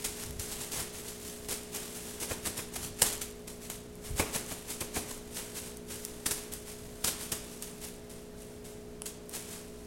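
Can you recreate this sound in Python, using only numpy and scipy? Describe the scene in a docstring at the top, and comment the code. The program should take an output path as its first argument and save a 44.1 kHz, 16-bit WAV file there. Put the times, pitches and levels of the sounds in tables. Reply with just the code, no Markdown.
"""A tuft of thin ribbons rustles on a dangling toy as a cat scuffles after it on a hardwood floor.
Many tiny snaps add up to a flutter, a swish on each swing and a burst on each jerk or swat;
the harder the move, the sooner it is over. Claws tick, paws and toy land softly on the boards,
and swung air puffs on the microphone. A bare room reverberates, and an appliance hums faintly."""
import sys
import numpy as np
from scipy import signal
from scipy.fft import rfft, irfft, next_fast_len
from scipy.io import wavfile
from scipy.ndimage import uniform_filter1d, map_coordinates

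SR = 44100
rng = np.random.default_rng(int(sys.argv[2]) if len(sys.argv) > 2 else 0)


def int16_out(signal):
    """Quantize to a 16-bit WAV file."""
    q = np.round(np.clip(np.atleast_2d(signal).T, -1, 1) * 32767)
    wavfile.write(sys.argv[1], SR, q.astype(np.int16))


N = 434826

# swings of the tuft through the air and over the boards: peak_s, fizz_db
TUFT_SWINGS = [(.21, -46), (.435, -46.5), (.525, -42), (.62, -40), (.76, -41), (.802, -38), (.972, -48),
               (1.084, -48.5), (1.24, -50.5), (1.298, -52), (1.529, -36), (1.765, -38), (1.836, -52),
               (2.083, -49), (2.233, -36), (2.32, -37.5), (2.474, -33.5), (2.593, -37.5), (2.767, -38),
               (2.846, -40.5), (3.009, -41.5), (3.644, -48.5), (4.071, -46), (4.204, -29), (4.361, -32),
               (4.519, -41), (4.715, -38.5), (4.973, -40.5), (5.113, -45.5), (5.376, -41), (5.58, -40.5),
               (5.672, -48.5), (5.925, -44.5), (6.385, -50), (6.696, -48), (7.089, -32), (7.227, -44),
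               (7.522, -58), (7.849, -43.5), (8.408, -56.5), (9.358, -41), (9.528, -48)]
# jerks of the string and swats of a paw: peak_s, fizz_db
TUFT_FLICKS = [(.049, -32), (.4, -41.5), (.723, -41), (1.49, -40), (1.952, -44), (3.022, -17.5),
               (3.064, -26.5), (3.128, -37), (3.217, -30), (3.481, -46), (3.704, -42.5), (4.811, -33.5),
               (4.95, -42.5), (6.263, -25.5), (6.312, -26.5), (6.525, -44), (7.045, -28), (7.322, -29.5),
               (7.628, -45.5), (8.102, -51), (8.651, -50), (9.062, -34)]
# flutter between moves, livelier while the tuft is kept dancing: time_s, fizz_db
TUFT_FLUTTER = [(0, -44), (.36, -55), (.58, -51), (1.3, -56.5), (2, -51.5), (3.15, -69), (3.4, -64),
                (3.95, -65.5), (4.25, -51), (5.25, -60), (5.4, -48), (5.82, -69), (5.95, -51.5),
                (6.62, -59), (7.28, -52), (8.3, -67.5), (9.22, -69.5), (9.36, -52), (9.8, -61)]
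# bright fizz of the ribbons: frequency_hz, density_db
FIZZ_SPECTRUM = [(800, -25), (2000, -11), (3200, -6), (4500, -5.5), (6300, -2.5), (8500, -0.5),
                 (10500, -2.5), (13000, -6.5), (15000, -19), (16000, -6.5)]
# papery body under the fizz: frequency_hz, density_db
BODY_SPECTRUM = [(150, 2.5), (400, 3), (650, -2.5), (820, 0), (1050, -1), (1400, -3), (1900, -1.5),
                 (2500, -3), (3500, -6), (6000, -13.5), (12000, -41)]
# claw ticks and ribbon snaps: start_s, peak_db, body_re_snap_db
TICK_CONTACTS = [(0.2372, -23, -4), (.3087, -23, -10), (0.397, -21, -12), (0.647, -25, -16),
                 (.7749, -21, -3), (1.4472, -30, -2), (1.487, -22, -16), (3.029, -10, -20),
                 (3.701, -16.5, -5), (3.955, -32, -19), (5.7713, -28, -22), (6.0508, -12.5, -30),
                 (6.5367, -18, -22), (7.0738, -17, -11), (7.6244, -19.5, -26), (7.849, -27, -12),
                 (8.421, -29, -13), (9.02, -20, -9), (9.2945, -26, -26)]
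# a sharp snap: frequency_hz, density_db
SNAP_SPECTRUM = [(1000, -26), (3000, -17), (6000, -1), (9000, 5), (13000, -0.5), (16000, -11)]
# paws and toy landing on the boards: peak_s, knock_db, clack_db
FLOOR_LANDINGS = [(.05, -52, -50), (.778, -43, -58), (1.523, -42, -60), (2.224, -43, -54),
                  (2.313, -33.5, -37), (2.473, -38.5, -51), (2.591, -39.5, -40.5), (2.763, -44, -44),
                  (3.023, -45, -50), (3.067, -51, -45), (4.199, -25.5, -27.5), (4.225, -39, -41),
                  (4.36, -39, -47), (4.518, -39.5, -43), (4.816, -35.5, -39), (4.965, -30, -37),
                  (6.314, -42, -51), (7.046, -43, -58), (7.087, -44, -49), (7.322, -41.5, -54)]
# dull knock of the boards: frequency_hz, density_db
KNOCK_SPECTRUM = [(60, -22), (140, -0.5), (210, -6), (300, -1.5), (390, -3), (460, 0.5), (600, -4),
                  (780, -6), (1700, -31), (3300, -56), (8000, -52)]
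# low thud under the knock: frequency_hz, density_db
THUD_SPECTRUM = [(20, -20), (50, 8), (90, 17), (150, -16), (250, 2), (800, -65)]
# woody clack of the boards: frequency_hz, density_db
CLACK_SPECTRUM = [(400, -20), (660, 1), (760, -7), (900, -10), (1080, 4.5), (1200, -2), (1650, -1),
                  (2150, -3), (2360, 4.5), (2600, -1), (3000, -17), (6000, -35)]
# air swept past the microphone: peak_s, half_length_s, level_db
AIR_PUFFS = [(0.097, 0.028, -52.5), (0.28, .044, -41.5), (.38, .049, -44), (2.87, .12, -47.5),
             (4.124, 0.043, -37.5), (6.545, .053, -53), (6.852, 0.16, -52)]
# eddies in that air: frequency_hz, density_db
EDDY_SPECTRUM = [(15, -9), (45, -2.5), (85, -3.5), (140, -10), (260, -28), (800, -58)]
# reverberation time of the room: frequency_hz, t60_s
ROOM_DECAY = [(150, 0.91), (600, 0.6), (3000, 0.68), (8000, 0.38), (15000, 0.17)]
# multiples of the mains frequency: harmonic_number, rms_db
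HUM_HARMONICS = [(2, -63.5), (3, -58), (4, -55.5), (5, -67.5), (6, -62.5), (7, -52), (8, -65), (9, -68.5),
                 (10, -69), (11, -65)]
# low rush of the room: frequency_hz, density_db
RUSH_SPECTRUM = [(12, -5), (25, 4), (32, -7), (47, -1), (65, -1.5), (110, -7.5), (170, -7.5), (260, -9),
                 (450, -11.5), (700, -16.5), (1200, -22.5), (3000, -28), (8000, -31.5), (16000, -39)]


def ribbon_rustle(patchy_db=1.66, restless_db=0.5, flutter_body_db=-6.5, bounce=0.22, longest_lag_s=.0025):
    """Stick-slip: ribbons crinkle unevenly as they catch and slip; a floor reflection colours each move."""
    fizz = crinkle(FIZZ_SPECTRUM, snaps_per_s=5100, spread_db=5.5, rub_db=-7.0)
    body = crinkle(BODY_SPECTRUM, snaps_per_s=1500, spread_db=2.5, rub_db=-8)
    flutter_db = np.interp(clock(), *np.transpose(TUFT_FLUTTER)) + restless_db * wobble(16)
    out = amp(flutter_db) * (fizz + amp(flutter_body_db) * body)
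    moves = tuft_moves()
    heights = rng.uniform(.2, 1, len(moves))
    for (peak_s, rise_s, fall_s, fizz_db, body_db), height in zip(moves, heights):
        span, swell = stroke(peak_s, rise_s, fall_s)
        direct = amp(fizz_db) * swell * (fizz[span] + amp(body_db) * body[span])
        # the higher the toy hangs, the later the reflection arrives
        reflected = np.pad(direct, (int(height * longest_lag_s * SR), 0))[:len(span)]
        out[span] += (direct + bounce * reflected) / np.hypot(1, bounce)
    return out * amp(patchy_db * wobble(150))


def crinkle(spectrum, snaps_per_s, spread_db, rub_db):
    """Shot noise: dense, independent snaps of uneven size merge over smooth rubbing."""
    sizes = uneven_sizes(spread_db) * rng.choice([-1, 1], N)
    snaps = unit(sizes * (rng.random(N) < snaps_per_s / SR))
    return coloured(snaps + amp(rub_db) * rng.standard_normal(N), spectrum)


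def tuft_moves(usual_db=-37, rise_halves_db=34, fall_halves_db=8.5):
    """Power-law scaling: the harder a swing or flick, the faster it rises and dies away."""
    def move(peak_s, fizz_db, rise_s, fall_s, body_db):
        softer_db = usual_db - fizz_db
        rise_s *= 2 ** (softer_db / rise_halves_db)
        fall_s *= 2 ** (softer_db / fall_halves_db)
        return peak_s, rise_s, fall_s, fizz_db, body_db

    swings = [move(*row, rise_s=0.027, fall_s=0.018, body_db=-7.5) for row in TUFT_SWINGS]
    flicks = [move(*row, rise_s=0.0051, fall_s=0.02, body_db=-9) for row in TUFT_FLICKS]
    return swings + flicks


def ribbon_crackle(rustle, snaps_per_s=90, spread_db=3.0, share_db=-15, settle_s=0.046):
    """Energy release: single ribbons flick straight, as strongly as the tuft is still moving."""
    retained = np.exp(-1 / (settle_s * SR))
    motion = np.sqrt(leaky_average(rustle ** 2, retained))
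    snaps = uneven_sizes(spread_db) * (rng.random(N) < snaps_per_s / SR)
    bursts = rng.standard_normal(N) * uniform_filter1d(snaps, size=20)
    return amp(share_db) * motion * coloured(bursts, SNAP_SPECTRUM)


def claw_ticks(impulse=3, decay_ms=.65):
    """Impulsive contact: a snap and a very short scrape spread their energy over a wide band."""
    out = np.zeros(N + SR)
    t = np.arange(SR // 50) / SR
    for start_s, peak_db, body_db in TICK_CONTACTS:
        scrape = rng.standard_normal(len(t)) * np.exp(-1000 * t / decay_ms)
        burst = np.pad(scrape + impulse * (t == 0), (len(t), 0))
        click = coloured(burst, SNAP_SPECTRUM) + amp(body_db) * coloured(burst, BODY_SPECTRUM)
        first = round(start_s * SR) - len(t)
        out[first:first + len(click)] += amp(peak_db) * click / np.abs(click).max()
    return out[:N]


def floor_landings(rise_s=0.0031, fall_s=0.0092, thud_re_knock_db=-2):
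    """Impact excitation: soft weight drives the boards into a dull knock, a low thud and a woody clack."""
    voices = [noise(KNOCK_SPECTRUM), noise(THUD_SPECTRUM), noise(CLACK_SPECTRUM)]
    out = np.zeros(N)
    for peak_s, knock_db, clack_db in FLOOR_LANDINGS:
        span, press = stroke(peak_s, rise_s, fall_s)
        levels_db = [knock_db, knock_db + thud_re_knock_db, clack_db]
        blow = sum(amp(db) * unit(press * voice[span]) for db, voice in zip(levels_db, voices))
        out[span] += blow * np.sqrt(np.mean(press ** 2))
    return out


def air_puffs():
    """Turbulence: eddies from the swinging toy bring brief, low pressure fluctuations."""
    t = clock()
    swells = sum(amp(db) * np.exp(-((t - peak_s) / half_s) ** 2) for peak_s, half_s, db in AIR_PUFFS)
    return noise(EDDY_SPECTRUM) * swells


def room_reverberation(x, frame=256, first_wall_s=.003):
    """Diffuse field: the room stores each band's energy and loses it exponentially at that band's rate."""
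    hz, frame_s, bands = signal.stft(x, SR, nperseg=frame)
    retained = amp(-120 * frame_s[1] / along(ROOM_DECAY, hz))  # energy falls 60 dB in t60_s
    power = uniform_filter1d(np.abs(bands) ** 2, size=4, axis=0)
    stored = np.array([leaky_average(band, share) for band, share in zip(power, retained)])
    scatter = signal.stft(rng.standard_normal(N), SR, nperseg=frame)[2]
    gain = np.sqrt(np.abs(stored) / np.mean(np.abs(scatter) ** 2))
    tail = signal.istft(scatter * gain, SR, nperseg=frame)[1]
    return np.pad(tail, (int(first_wall_s * SR), 0))[:N]


def appliance_hum(mains_hz=59.9, waver_db=0.9, rush_db=-51.0):
    """Harmonic series: multiples of the mains frequency waver slightly over the low rush of the room."""
    phase = 2 * np.pi * mains_hz * clock()
    hum = np.zeros(N)
    for harmonic, rms_db in HUM_HARMONICS:
        amplitude = np.sqrt(2) * amp(rms_db + waver_db * wobble(2.59))
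        hum += amplitude * np.sin(harmonic * phase + 2 * np.pi * rng.random())
    return hum + amp(rush_db) * noise(RUSH_SPECTRUM)


def amp(db):
    """Decibel law: 20 dB is a factor of ten in amplitude."""
    return 10 ** (np.asarray(db) / 20)


def unit(x):
    """Normalisation to rms 1."""
    return x / np.sqrt(np.mean(x ** 2) + 1e-20)


def along(points, hz):
    """Interpolation of (frequency_hz, value) points on a log frequency axis."""
    knots_hz, values = np.transpose(points)
    return np.interp(np.log(hz + 1), np.log(knots_hz + 1), values)


def clock():
    """Uniform sampling: the time of every sample in seconds."""
    return np.arange(N) / SR


def wobble(knots_per_s):
    """Random modulation: a smooth curve through Gaussian knots."""
    knots = rng.standard_normal(int(N * knots_per_s / SR) + 4)
    return map_coordinates(knots, [clock() * knots_per_s])


def uneven_sizes(spread_db):
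    """Log-normal amplitudes, limited to two standard deviations."""
    return amp(spread_db * np.clip(rng.standard_normal(N), -2, 2))


def leaky_average(power, retained):
    """Leaky integration: each step retains a fixed share of the stored energy."""
    return signal.lfilter([1 - retained], [1, -retained], power)


def stroke(peak_s, rise_s, fall_s):
    """Gaussian attack and exponential decay: the sample indices and their envelope."""
    span = np.arange(max(0, int((peak_s - 3 * rise_s) * SR)), min(N, int((peak_s + 6 * fall_s) * SR)))
    t = span / SR - peak_s
    return span, np.exp(-np.where(t < 0, (t / rise_s) ** 2, t / fall_s))


def filtered(x, response):
    """Linear filtering: the spectrum of x is multiplied by a frequency response."""
    size = next_fast_len(len(x) + SR // 8)
    hz = np.fft.rfftfreq(size, 1 / SR)
    return irfft(rfft(x, size) * response(hz), size)[:len(x)]


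def coloured(x, spectrum):
    """Source and filter: x shaped by a spectrum, at rms 1."""
    return unit(filtered(x, lambda hz: amp(along(spectrum, hz))))


def noise(spectrum):
    """Spectral shaping of fresh white noise, at rms 1."""
    return coloured(rng.standard_normal(N), spectrum)


def scene():
    """Superposition: the cat's play, its reverberation and the hum add at one point."""
    rustle, ticks, landings = ribbon_rustle(), claw_ticks(), floor_landings()
    tail = room_reverberation(amp(-4.0) * rustle + amp(-8.5) * ticks + amp(-7.0) * landings)
    play = rustle + ribbon_crackle(rustle) + ticks + landings
    return (play + tail + air_puffs() + appliance_hum())[None]


def record(dry, cutoff_hz=15900):
    """Band limiting: nothing above the cutoff passes."""
    return np.array([filtered(channel, lambda hz: hz < cutoff_hz) for channel in dry])


dry = scene()
out = record(dry)
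int16_out(out)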